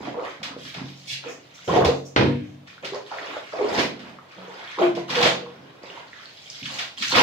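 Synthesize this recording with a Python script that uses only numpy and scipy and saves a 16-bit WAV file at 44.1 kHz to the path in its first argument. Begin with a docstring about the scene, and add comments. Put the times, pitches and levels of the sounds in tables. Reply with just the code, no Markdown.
"""A small tiled bathroom, a stereo microphone close to a plastic basin of soapy water: laundry by hand.
First clothes slide out of a basket and flop into the water; at 2.2 s the empty basket rattles down.
Then a wet garment is lifted and dunked: drops and suds patter, trapped air gulps, the load thuds.
It splashes back at 3.7, 5.1 and 7.1 s, and just before the second splash a big air pocket glugs.
The tiles ring with it all, over the faint hush of the house."""
import sys
import numpy as np
from scipy import signal
from scipy.fft import rfft, irfft
from scipy.io import wavfile
from scipy.ndimage import uniform_filter1d

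SR = 44100
rng = np.random.default_rng(int(sys.argv[2]) if len(sys.argv) > 2 else 0)


def master_out(mix):
    """Clip the mix to full scale and print it as 16-bit PCM to the path in sys.argv[1]."""
    frames = np.transpose(np.atleast_2d(mix))
    ceiling = np.clip(frames, -1, 1)
    pcm = np.round(ceiling * 32767).astype(np.int16)
    wavfile.write(sys.argv[1], SR, pcm)


N = 318402
TIME = np.arange(N) / SR
CLOCK = np.arange(0, N / SR, .001)  # millisecond steps for the gain curves


def undb(db):
    """Decibels to gain."""
    return 10 ** (np.asarray(db) / 20)


def curves(table, t=TIME):
    """The columns of a table, interpolated at the times t."""
    s, *columns = np.transpose(table)
    return [np.interp(t, s, column) for column in columns]


def unit(x):
    """Scale to rms 1."""
    return x / np.sqrt(np.mean(x ** 2))


def add(track, s, sound):
    """Mix a sound into a track at time s."""
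    i = max(int(s * SR), 0)
    track[i:i + len(sound)] += sound[:max(len(track) - i, 0)]


def colour(x, points, size=2048):
    """Causal filter through (frequency [Hz], level [dB]) points, from the cepstrum of the gain."""
    hz, db = np.transpose(points)
    grid = np.maximum(np.fft.rfftfreq(size, 1 / SR), 1)
    cepstrum = irfft(np.log(undb(np.interp(np.log(grid), np.log(hz), db))))
    cepstrum[1:size // 2] *= 2
    cepstrum[size // 2 + 1:] = 0
    return signal.fftconvolve(x, irfft(np.exp(rfft(cepstrum))))[:len(x)]


def band(x, lo_hz, hi_hz, order=2):
    """Band-pass."""
    sos = signal.butter(order, [lo_hz, min(hi_hz, SR / 2 - 1)], "band", fs=SR, output="sos")
    return signal.sosfilt(sos, x)


def fade(t60):
    """An exponential decay down to -60 dB."""
    return np.exp(-np.log(1000) * TIME[:int(t60 * SR) + 2] / t60)


def ring(hz, t60, glide=0, soft=0):
    """A dying sine: swells over `soft` cycles, rises by the share `glide` like a surfacing bubble."""
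    env = fade(t60)
    t = TIME[:len(env)]
    swell = 1 - np.exp(-t * hz / max(soft, 1e-6))
    return env * np.sin(2 * np.pi * hz * t * (1 + glide * t / t60 / 2)) * swell


def rings(table, glide, soft):
    """One dying tone for each row of (time [s], pitch [Hz], level [dB], t60 [s])."""
    out = np.zeros(N)
    for s, hz, db, t60 in table:
        add(out, s, undb(db) * ring(hz, t60, glide, soft))
    return out


def cloud(times, hz, db, cycles, glide, soft, even_s):
    """Many dying tones of unequal size and life; the sum is held near rms 1 over spans of even_s."""
    out = np.zeros(N)
    lives = cycles * np.exp(.5 * rng.standard_normal(len(times))) / hz
    for s, f, gain, t60 in zip(times, hz, undb(db), lives):
        add(out, s, gain / np.sqrt(t60) * ring(f, t60, glide, soft))
    span = int(even_s * SR)
    power = uniform_filter1d(uniform_filter1d(out ** 2, span), span)
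    return out / np.sqrt(power + np.mean(power) / 1000)


def smack(t60):
    """A dying burst of noise with an even spectrum, so it has no pitch; it starts near rms 1."""
    env = fade(t60)
    phases = np.angle(rfft(env * rng.standard_normal(len(env))))
    even = irfft(np.exp(1j * phases), len(env)) * np.minimum(30 * env, 1)
    return np.pad(unit(even) * np.sqrt(np.mean(env ** 2)), (0, 512))


def stroke(s, length, db, attack_s, build_db, fall_db_per_s):
    """Gain of one move: it sets in, changes by build_db to reach its level, then dies away."""
    age = np.maximum(CLOCK - s, 0)
    shape_db = build_db * np.minimum(age / length - 1, 0) - fall_db_per_s * np.maximum(age - length, 0)
    return undb(db + shape_db) * np.minimum(age / attack_s, 1)


def blend(moves):
    """Moves (gain, tone) add in power and the tone is their power-weighted mean; gives rows (time, level,
    tone)."""
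    power = sum(gain ** 2 for gain, _ in moves)
    mean_tone = sum(gain ** 2 * tone for gain, tone in moves) / power
    return np.column_stack([CLOCK, 10 * np.log10(power), mean_tone])


# spectrum of the room tone: (frequency [Hz], level [dB])
ROOM_TONE = [(25, -62.5), (70, -7), (135, 7.5), (220, -8.5), (600, 5.5), (1500, -9.5), (3500, -8.5),
             (6500, -21.5), (9000, -28.5), (15000, -28.5)]
def hush():
    """Faint steady background of the house: the lows are shared, the highs differ left and right."""
    common, left, right = (unit(colour(rng.standard_normal(N), ROOM_TONE)) for _ in range(3))
    return undb(-54.5) * (band(common, 60, 320) + band(np.array([left, right]), 350, 19000, order=1))


# ring of the tiles: (frequency [Hz], t60 [s])
TILE_RING = [(250, 0.52), (500, 0.4), (1000, 0.32), (2500, 0.3), (4000, 0.34), (7000, 0.27), (14000, 0.21)]
def tiles(size=32768):
    """Dense echoes off the tiles as they reach the microphone: even in colour, the treble dying first."""
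    t, noise = TIME[:size], rfft(rng.standard_normal(size))
    log_hz = np.log(np.maximum(np.fft.rfftfreq(size, 1 / SR), 1))
    hz, decays = np.transpose(TILE_RING)
    tail = 0
    for share, t60 in zip(np.eye(len(hz)), decays):
        noise_band = irfft(noise * np.interp(log_hz, np.log(hz), share))
        tail = tail + noise_band * np.exp(-np.log(1000) * t / t60)
    spectrum = rfft(tail)
    flat = irfft(spectrum / np.sqrt(uniform_filter1d(abs(spectrum) ** 2, size=24)))
    onset, ending = np.clip(t / 0.00031 - 1, 0, 1), np.minimum(4 * (1 - t / t[-1]), 1)
    return band(flat * onset * ending, 222, 20000)


# standing waves between the walls: (frequency [Hz], level [dB], t60 [s])
WALL_MODES = [(93.3, 0.5, 0.93), (137.7, 12, 0.79), (184.5, 3, 1), (244.7, -2.5, 0.71), (289, 4.5, 0.68)]
def bathroom(x, direct_db, lag, tail_db=-1.0, right_db=1.56):
    """A source at the microphone: direct sound (lag samples later on the left), room boom and echoes."""
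    standing = sum(undb(db) * 2 * np.log(1000) / (t60 * SR) * np.pad(ring(hz, t60), (0, SR))[:SR]
                   for hz, db, t60 in WALL_MODES)
    boom = signal.fftconvolve(x, standing)[:N]
    direct = np.array([np.interp(TIME + sign * lag / SR / 2, TIME, x) for sign in (-1, 1)])
    mid, side = tiles(), band(tiles(), 480, 17000, order=1)  # the two ports share only the long waves
    echoes = np.array([signal.fftconvolve(x, mid + sign * side)[:N] for sign in (1, -1)]) / np.sqrt(2)
    balance = undb(np.array([[-right_db], [right_db]]) / 2)
    return (undb(direct_db) * direct + boom + undb(tail_db) * echoes) * balance


# the basket is handled: (time [s], length [s], level [dB])
BASKET_RUBS = [(0.947, 0.081, -57.5), (1.28, .04, -46), (1.538, 0.02, -49), (1.639, 0.06, -47.5),
               (1.862, 0.12, -52), (2.048, 0.013, -44), (2.43, 0.11, -68)]
def rubs():
    """Light friction on plastic: a narrow band of high hiss with a thin edge of treble."""
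    gain = sum(stroke(s, length, db, attack_s=0.0042, build_db=-3.5, fall_db_per_s=444)
               for s, length, db in BASKET_RUBS)
    noise = rng.standard_normal(N)
    hiss = unit(band(noise, 5200, 6830)) + undb(-17) * unit(band(noise, 9900, 16000))
    return hiss * np.interp(TIME, CLOCK, gain)


# the basket brushes past a leg as it is lifted: (time [s], level [dB], centre [Hz])
LEG_BRUSH = [(1.05, -59, 4500), (1.078, -33, 4170), (1.09, -29, 3850), (1.135, -27, 3180),
             (1.165, -60, 2900), (1.21, -66, 3500)]
def swish():
    """Grainy friction whose band of hiss sinks as the stroke goes on."""
    db, centre_hz = curves(LEG_BRUSH)
    hiss = 0
    for hz in np.geomspace(1900, 14000, 9):
        weight = np.exp(-(np.log2(hz / centre_hz) / 0.84) ** 2) + undb(-26.5)
        hiss = hiss + weight * unit(band(rng.standard_normal(N), hz / 1.146, hz * 1.13, order=3))
    grit = undb(2.0 * unit(band(rng.standard_normal(N), 20, 305)))
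    touching = (TIME > LEG_BRUSH[0][0]) & (TIME < LEG_BRUSH[-1][0])
    return unit(hiss * grit) * undb(db) * touching


# the basket lands on the floor and rattles to rest: (time [s], ring level [dB], crack level [dB])
BASKET_LANDINGS = [(2.162, -15.5, 0), (2.177, -11, -7.5), (2.21, -11.5, -8.5)]
# low ringing of the basket and the room as it lands: (frequency [Hz], level [dB], t60 [s])
LANDING_RING = [(81, -11.5, 0.44), (108, -1, 0.64), (141.5, -11.5, 0.64), (167, -1, 0.18), (199, -4, 0.38),
                (240.7, -6, 0.4), (298.4, -7, 0.58), (318, -1, 0.22), (366, -7.5, 0.24), (422, -5.5, 0.13),
                (481, -3.5, 0.14), (655.3, -17, 0.28), (840, -18, 0.11), (934, -15.5, 0.16),
                (980, -15, 0.23)]
# spectrum of plastic striking tile: (frequency [Hz], level [dB])
CRACK_COLOUR = [(70, 3), (135, 11.5), (260, 20), (700, 12), (1400, 10.5), (2100, 8.5), (2900, 5),
                (4000, 2.5), (5500, -6), (8000, -28.5), (15000, -59)]
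def basket():
    """Every touch on the tiles cracks and sets the basket and the room ringing."""
    out = np.zeros(N)
    for s, ring_db, crack_db in BASKET_LANDINGS:
        burst = smack(t60=0.019)
        add(out, s, undb(crack_db) * np.std(burst) * unit(colour(burst, CRACK_COLOUR)))
        for hz, db, t60 in LANDING_RING:
            add(out, s, undb(ring_db + db) * ring(hz, t60, soft=0.93))
    return out


def lattice():
    """The many close, high modes of the basket's thin ribs, dying together after the first touch."""
    out, env = np.zeros(N), fade(t60=0.66)
    buzz = unit(band(rng.standard_normal(len(env)), 1530, 3080))
    add(out, BASKET_LANDINGS[0][0], undb(-29.5) * env * buzz)
    return out


# wet clothes fall from the basket or the hand onto the load: (time [s], level [dB], t60 [s])
CLOTH_FLOPS = [(1.684, -14, .03), (1.739, -14.5, 0.037), (1.762, -7.5, .05), (1.808, -8.5, 0.035),
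               (1.848, -11.5, 0.038), (1.889, -15, .04), (3.782, -15.5, 0.07)]
# spectrum of one flop: (frequency [Hz], level [dB])
FLOP_COLOUR = [(45, -17), (75, -1), (110, -2), (150, -7.5), (260, -4.5), (420, 5.5), (720, -1),
               (1100, -10.5), (1700, -23), (5000, -48)]
def flops():
    """Each soaked piece lands with a dull, broad thud."""
    out = np.zeros(N)
    for s, db, t60 in CLOTH_FLOPS:
        burst = np.pad(smack(t60), (0, 1024))
        add(out, s, undb(db) * np.std(burst) * unit(colour(burst, FLOP_COLOUR)))
    return out


# the load drops or bumps against the basin: (time [s], pitch [Hz], level [dB], t60 [s])
BASIN_THUMPS = [(.775, 246, -35, 0.07), (.812, 254, -33, 0.067), (1.12, 131, -36, 0.11),
                (1.684, 81, -23.5, 0.12), (1.80, 131, -32, 0.083), (1.856, 80, -14, 0.12),
                (4.378, 188, -38.5, 0.58), (6.63, 132, -30.5, 0.067), (7.155, 105, -21.5, 0.08)]
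def heave(drive, count=1300):
    """Dull, heavily damped knocks of the wet load against the basin, and its thumps on the bottom."""
    times = rng.uniform(0, N / SR, count)
    hz = rng.uniform(146.3, 319, count)
    size_db = 2.44 * rng.standard_normal(count)
    knocks = cloud(times, hz, size_db, cycles=6.8, glide=0, soft=0.97, even_s=0.093)
    return knocks * curves(drive)[0] + rings(BASIN_THUMPS, glide=0, soft=0.49)


# drops hit the suds: (time [s], level [dB], centre [Hz])
SUDS_TICKS = [(2.852, -28, 2700), (2.946, -29.5, 4680), (3.064, -35.5, 3550), (3.185, -22, 1840),
              (6.501, -25.5, 5400), (6.629, -25, 2750), (6.658, -25, 2900)]
def ticks(width_octaves=0.48):
    """Very short, dry snaps of single drops."""
    out, edge = np.zeros(N), 2 ** (width_octaves / 2)
    for s, db, hz in SUDS_TICKS:
        burst = smack(t60=0.0074)
        add(out, s, undb(db) * np.std(burst) * unit(band(burst, hz / edge, hz * edge)))
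    return out


def plinks(drive, count=130, lo_hz=830, hi_hz=4100, cycles=20, max_db=-29):
    """Larger stray drops that stand out of the spray wherever it is light."""
    when, pitch, size = rng.random((count, 3)).T
    times = when * N / SR
    hz = lo_hz * (hi_hz / lo_hz) ** pitch
    spray_db, tilt_db = curves(drive, times)
    low_boost_db = tilt_db * np.minimum(np.log2(hz / 2780), 0)  # low plinks grow as the spray dulls
    size_db = 1 - 3 * np.log(1 - size)
    peak_db = np.minimum(spray_db + low_boost_db + size_db, max_db)
    return rings(zip(times, hz, peak_db, cycles / hz), glide=0.12, soft=0.17)


# spectrum of spattering water: (frequency [Hz], level [dB])
SPATTER_COLOUR = [(500, -45), (1100, -5.5), (2000, -0.5), (3600, -2), (5000, -6.5), (6500, -13.5),
                  (8300, -23.5), (11500, -32.5), (15000, -28.5)]
def spray(drive, count=4500, fizz_db=-7.5):
    """Drops falling from the cloth and bursting suds: tiny, short-lived bubbles over an even fizz."""
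    times = rng.uniform(0, N / SR, count)
    hz = 900 * 16 ** rng.random(count)
    octaves = np.log2(hz / 3000)
    _, tilt_db = curves(drive, times)
    size_db = 3.4 * np.minimum(rng.exponential(size=count), 4)
    db = size_db + 3 * octaves + tilt_db * np.clip(octaves, -2, .5)
    drops = cloud(times, hz, db, cycles=22, glide=0.15, soft=0.16, even_s=0.077)
    fizz = unit(signal.fftconvolve(drops, smack(t60=.03))[:N])
    return unit(colour(drops + undb(fizz_db) * fizz, SPATTER_COLOUR)) * undb(curves(drive)[0])


def slosh(drive, count=1100):
    """Middling bubbles churned up as the cloth moves through the water."""
    times = rng.uniform(0, N / SR, count)
    hz = curves(drive, times)[1] * 2 ** rng.triangular(-1.3, 0, 1.25, count)
    size_db = 2.64 * rng.exponential(size=count)
    churn = cloud(times, hz, size_db, cycles=11.0, glide=0.25, soft=1.0, even_s=0.033)
    return churn * undb(curves(drive)[0])


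# the garment falls back in: (time [s], length [s], level [dB], spray tilt [dB/octave], bubble pitch [Hz])
GARMENT_SPLASHES = [(3.661, 0.14, -21.5, -1.5, 582), (5.07, 0.19, -18.5, 0, 716),
                    (7.101, 0.087, -13, -1.5, 833)]
# cloth is pushed through the water: (time [s], length [s], slosh [dB], bubble pitch [Hz], spray [dB])
CLOTH_SURGES = [(0, 0.09, -37, 558, -42), (0.125, 0.12, -31, 617, -49), (0.407, 0.12, -41.5, 796, -56),
                (0.747, 0.056, -41, 693, -40.5), (1.228, 0.065, -37, 464, -39.5),
                (1.675, 0.089, -19.5, 585, -30.5), (1.81, 0.04, -18.5, 650, -61),
                (2.824, 0.023, -34, 514, -37.5), (2.927, 0.03, -34, 521, -39.5),
                (3.107, 0.042, -32.5, 846, -40), (3.169, 0.2, -37.5, 652, -38.5),
                (3.528, 0.058, -31, 688, -57), (3.582, 0.15, -25.5, 503, -53),
                (3.988, 0.11, -46.5, 630, -47.5), (4.362, 0.27, -43.5, 653, -82),
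                (4.784, 0.03, -20, 530, -31.5), (4.818, 0.01, -23.5, 703, -26.5),
                (4.962, 0.026, -41, 656, -40), (5.818, 0.18, -45, 687, -45), (6.692, 0.14, -41, 900, -57)]
# water runs off the cloth and suds crackle: (time [s], length [s], level [dB], spray tilt [dB/octave])
CLOTH_RUNOFF = [(0.219, 0.033, -35.5, -6), (0.563, 0.11, -34, 4.5), (0.807, 0.069, -41.5, 5),
                (0.918, 0.2, -40.5, 11), (1.383, 0.25, -45.5, -0.5), (2.655, 0.024, -43, -2),
                (3.044, 0.023, -41, -0.5), (3.35, 0.33, -37, -4), (4.28, 0.46, -39, -5.5),
                (5.996, 0.24, -43.5, -3), (6.277, 0.33, -37, 8.5), (6.625, 0.14, -28.5, 6.5),
                (6.961, 0.16, -21.5, 7)]
# the load shoves against the basin: (time [s], length [s], level [dB])
LOAD_SHOVES = [(0, 0.12, -40), (0.395, 0.27, -46), (0.754, 0.093, -37), (1.673, 0.23, -30),
               (2.819, 0.052, -47.5), (3.78, 0.075, -31.5), (3.944, 0.17, -48.5), (4.797, 0.21, -40),
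               (5.544, 0.15, -52), (5.816, 0.2, -57.5), (6.611, 0.1, -45), (6.984, 0.15, -45.5)]
def agitation(rest_tilt_db=-6.5, surge_tilt_db=-5, rest_hz=680, settle_hz=523):
    """How the moves stir the basin: the curves that drive the spray, the slosh and the heave."""
    # the water never comes quite to rest
    drops, bubbles, knocks = [(undb(-69), rest_tilt_db)], [(undb(-65.5), rest_hz)], undb(-62.5)
    for s, length, db, tilt_db, hz in GARMENT_SPLASHES:
        splash = stroke(s, length, db, attack_s=0.024, build_db=16.5, fall_db_per_s=289)
        # the water laps and fizzes on, far weaker and calming slowly
        settling = stroke(s, length, db, attack_s=0.024, build_db=16.5, fall_db_per_s=15)
        drops += [(splash, tilt_db), (settling * undb(-29.5), rest_tilt_db)]
        bubbles += [(splash * undb(0.5), hz), (settling * undb(-27), settle_hz)]
        knocks = np.hypot(knocks, splash * undb(-8.5))
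    for s, length, slosh_db, hz, spray_db in CLOTH_SURGES:
        surge = stroke(s, length, db=0, attack_s=0.0033, build_db=0.5, fall_db_per_s=307)
        bubbles.append((surge * undb(slosh_db), hz))
        drops.append((surge * undb(spray_db), surge_tilt_db))
    for s, length, db, tilt_db in CLOTH_RUNOFF:
        runoff = stroke(s, length, db, attack_s=0.017, build_db=12, fall_db_per_s=137)
        drops.append((runoff, tilt_db))
    for s, length, db in LOAD_SHOVES:
        shove = stroke(s, length, db, attack_s=0.0074, build_db=-1.5, fall_db_per_s=191)
        knocks = np.hypot(knocks, shove)
    return blend(drops), blend(bubbles), np.column_stack([CLOCK, knocks])


# sharp slaps of wet cloth, water and plastic: (time [s], level [dB], centre [Hz], t60 [s])
WET_SLAPS = [(0.05, -30, 1540, 0.015), (.430, -18, 3800, 0.041), (0.743, -23, 1530, 0.03),
             (1.847, -10.5, 3900, 0.029), (1.762, -16.5, 1700, .02), (2.847, -22, 3300, 0.064),
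             (3.778, -10, 1100, 0.0067), (3.788, -10.5, 3000, 0.014), (3.822, -20.5, 2200, 0.0094),
             (3.993, -29.5, 3060, 0.012), (4.317, -31.5, 2840, 0.0063), (4.951, -27.5, 3780, 0.057),
             (5.102, -12, 2660, 0.018), (5.152, -9.5, 1180, 0.025), (5.227, -2.5, 2400, 0.016),
             (5.254, -7, 1310, 0.024), (6.657, -15.5, 3300, 0.012), (6.787, -16, 2680, 0.058),
             (7.023, -10.5, 3060, 0.035), (7.150, -9, 1500, 0.11)]
def slaps():
    """Wet surfaces meet in short, broad bursts with a sudden front."""
    out = np.zeros(N)
    for s, db, hz, t60 in WET_SLAPS:
        burst = smack(t60)
        coloured = unit(band(colour(burst, SPATTER_COLOUR), hz / 3, hz * 3, order=1))
        add(out, s, undb(db) * np.std(burst) * coloured)
    return out


def glug():
    """A large air pocket under the lifted garment lets go, swells and sinks in pitch as it dies."""
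    out = np.zeros(N)
    add(out, s=4.813, sound=undb(-8) * ring(hz=356.4, t60=0.46, glide=-0.11, soft=5.0))
    return out


# bubbles gulp, and the basin rings on near 470 Hz: (time [s], pitch [Hz], level [dB], t60 [s])
GULPS_AND_BASIN_RING = [(.073, 693, -20.5, 0.031), (.078, 300, -18.5, 0.034), (.174, 484, -23.5, 0.1),
                        (.565, 467, -18, 0.014), (1.261, 472, -27.5, 0.09), (1.762, 445, -7.5, 0.13),
                        (1.772, 722, -10.5, 0.093), (1.886, 467, -7.5, 0.061), (2.834, 543, -27, 0.05),
                        (2.922, 404, -22.5, 0.12), (2.943, 500, -22, 0.034), (2.961, 564, -21.5, 0.037),
                        (3.117, 787, -23, 0.046), (3.367, 590, -15.5, 0.019), (3.537, 648, -21, 0.071),
                        (3.597, 534, -22, 0.05), (3.610, 412, -12, 0.15), (4.38, 526, -34.5, 0.048),
                        (4.48, 460, -32.5, 0.075), (4.6, 900, -38, .04), (4.780, 398, -23.5, 0.08),
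                        (4.793, 724, -24.5, 0.05), (4.814, 655, -10.5, 0.09), (4.832, 1013, -24.5, 0.099),
                        (4.969, 456, -19.5, 0.058), (4.975, 667, -15.5, 0.023), (4.976, 990, -26, 0.045),
                        (5.166, 481.7, -21, 0.54), (5.259, 463, -3.5, 0.019), (5.263, 650, -15.5, 0.069),
                        (5.412, 472.6, -35.5, 0.32), (5.837, 509.3, -18, 0.0078), (5.975, 956, -26, 0.022)]
# single drips from the lifted garment: (time [s], pitch [Hz], level [dB])
GARMENT_DRIPS = [(4.59, 2170, -38), (5.901, 2850, -27), (6.131, 1900, -29), (6.198, 1310, -39),
                 (6.257, 4230, -25.5), (6.655, 3000, -21)]
def gulps(drip_cycles=31):
    """Bubbles gulp, drips plink and the basin rings on: each is a dying tone that rises a little."""
    drips = [(s, hz, db, drip_cycles / hz) for s, hz, db in GARMENT_DRIPS]
    return rings(list(GULPS_AND_BASIN_RING) + drips, glide=0.071, soft=0.62)


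def scene():
    """From the microphone: water moves left, centre and right in the basin; the basket lands left."""
    drops, bubbles, knocks = agitation()
    water = sum(bathroom(spray(drops) + slosh(bubbles), direct_db=-5.0, lag=lag)
                for lag in (-12, 2, 12)) / np.sqrt(3)
    plops = bathroom(gulps() + plinks(drops) + ticks(), direct_db=0.0, lag=2.3, tail_db=2.0, right_db=2.0)
    load = bathroom(heave(knocks) + flops(), direct_db=-3.0, lag=-7.5)
    cloth = bathroom(slaps() + swish() + rubs(), direct_db=-10.5, lag=14.0)
    pocket = bathroom(glug(), direct_db=-1.0, lag=2.0, tail_db=-6.0, right_db=-3.0)
    landing = bathroom(basket() + lattice(), direct_db=-6.5, lag=-16)
    return hush() + landing + load + cloth + pocket + plops + water


def record(dry, bass_hz=52, ceiling=.85, top_hz=15700):
    """The phone's microphone drops the deep bass, rounds the very highest peaks and cuts the top."""
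    thin = signal.sosfilt(signal.butter(2, bass_hz, "high", fs=SR, output="sos"), dry)
    rounded = thin / (1 + (thin / ceiling) ** 8) ** (1 / 8)
    return signal.sosfilt(signal.ellip(10, .2, 80, top_hz, fs=SR, output="sos"), rounded)


dry = scene()
out = record(dry)
master_out(out)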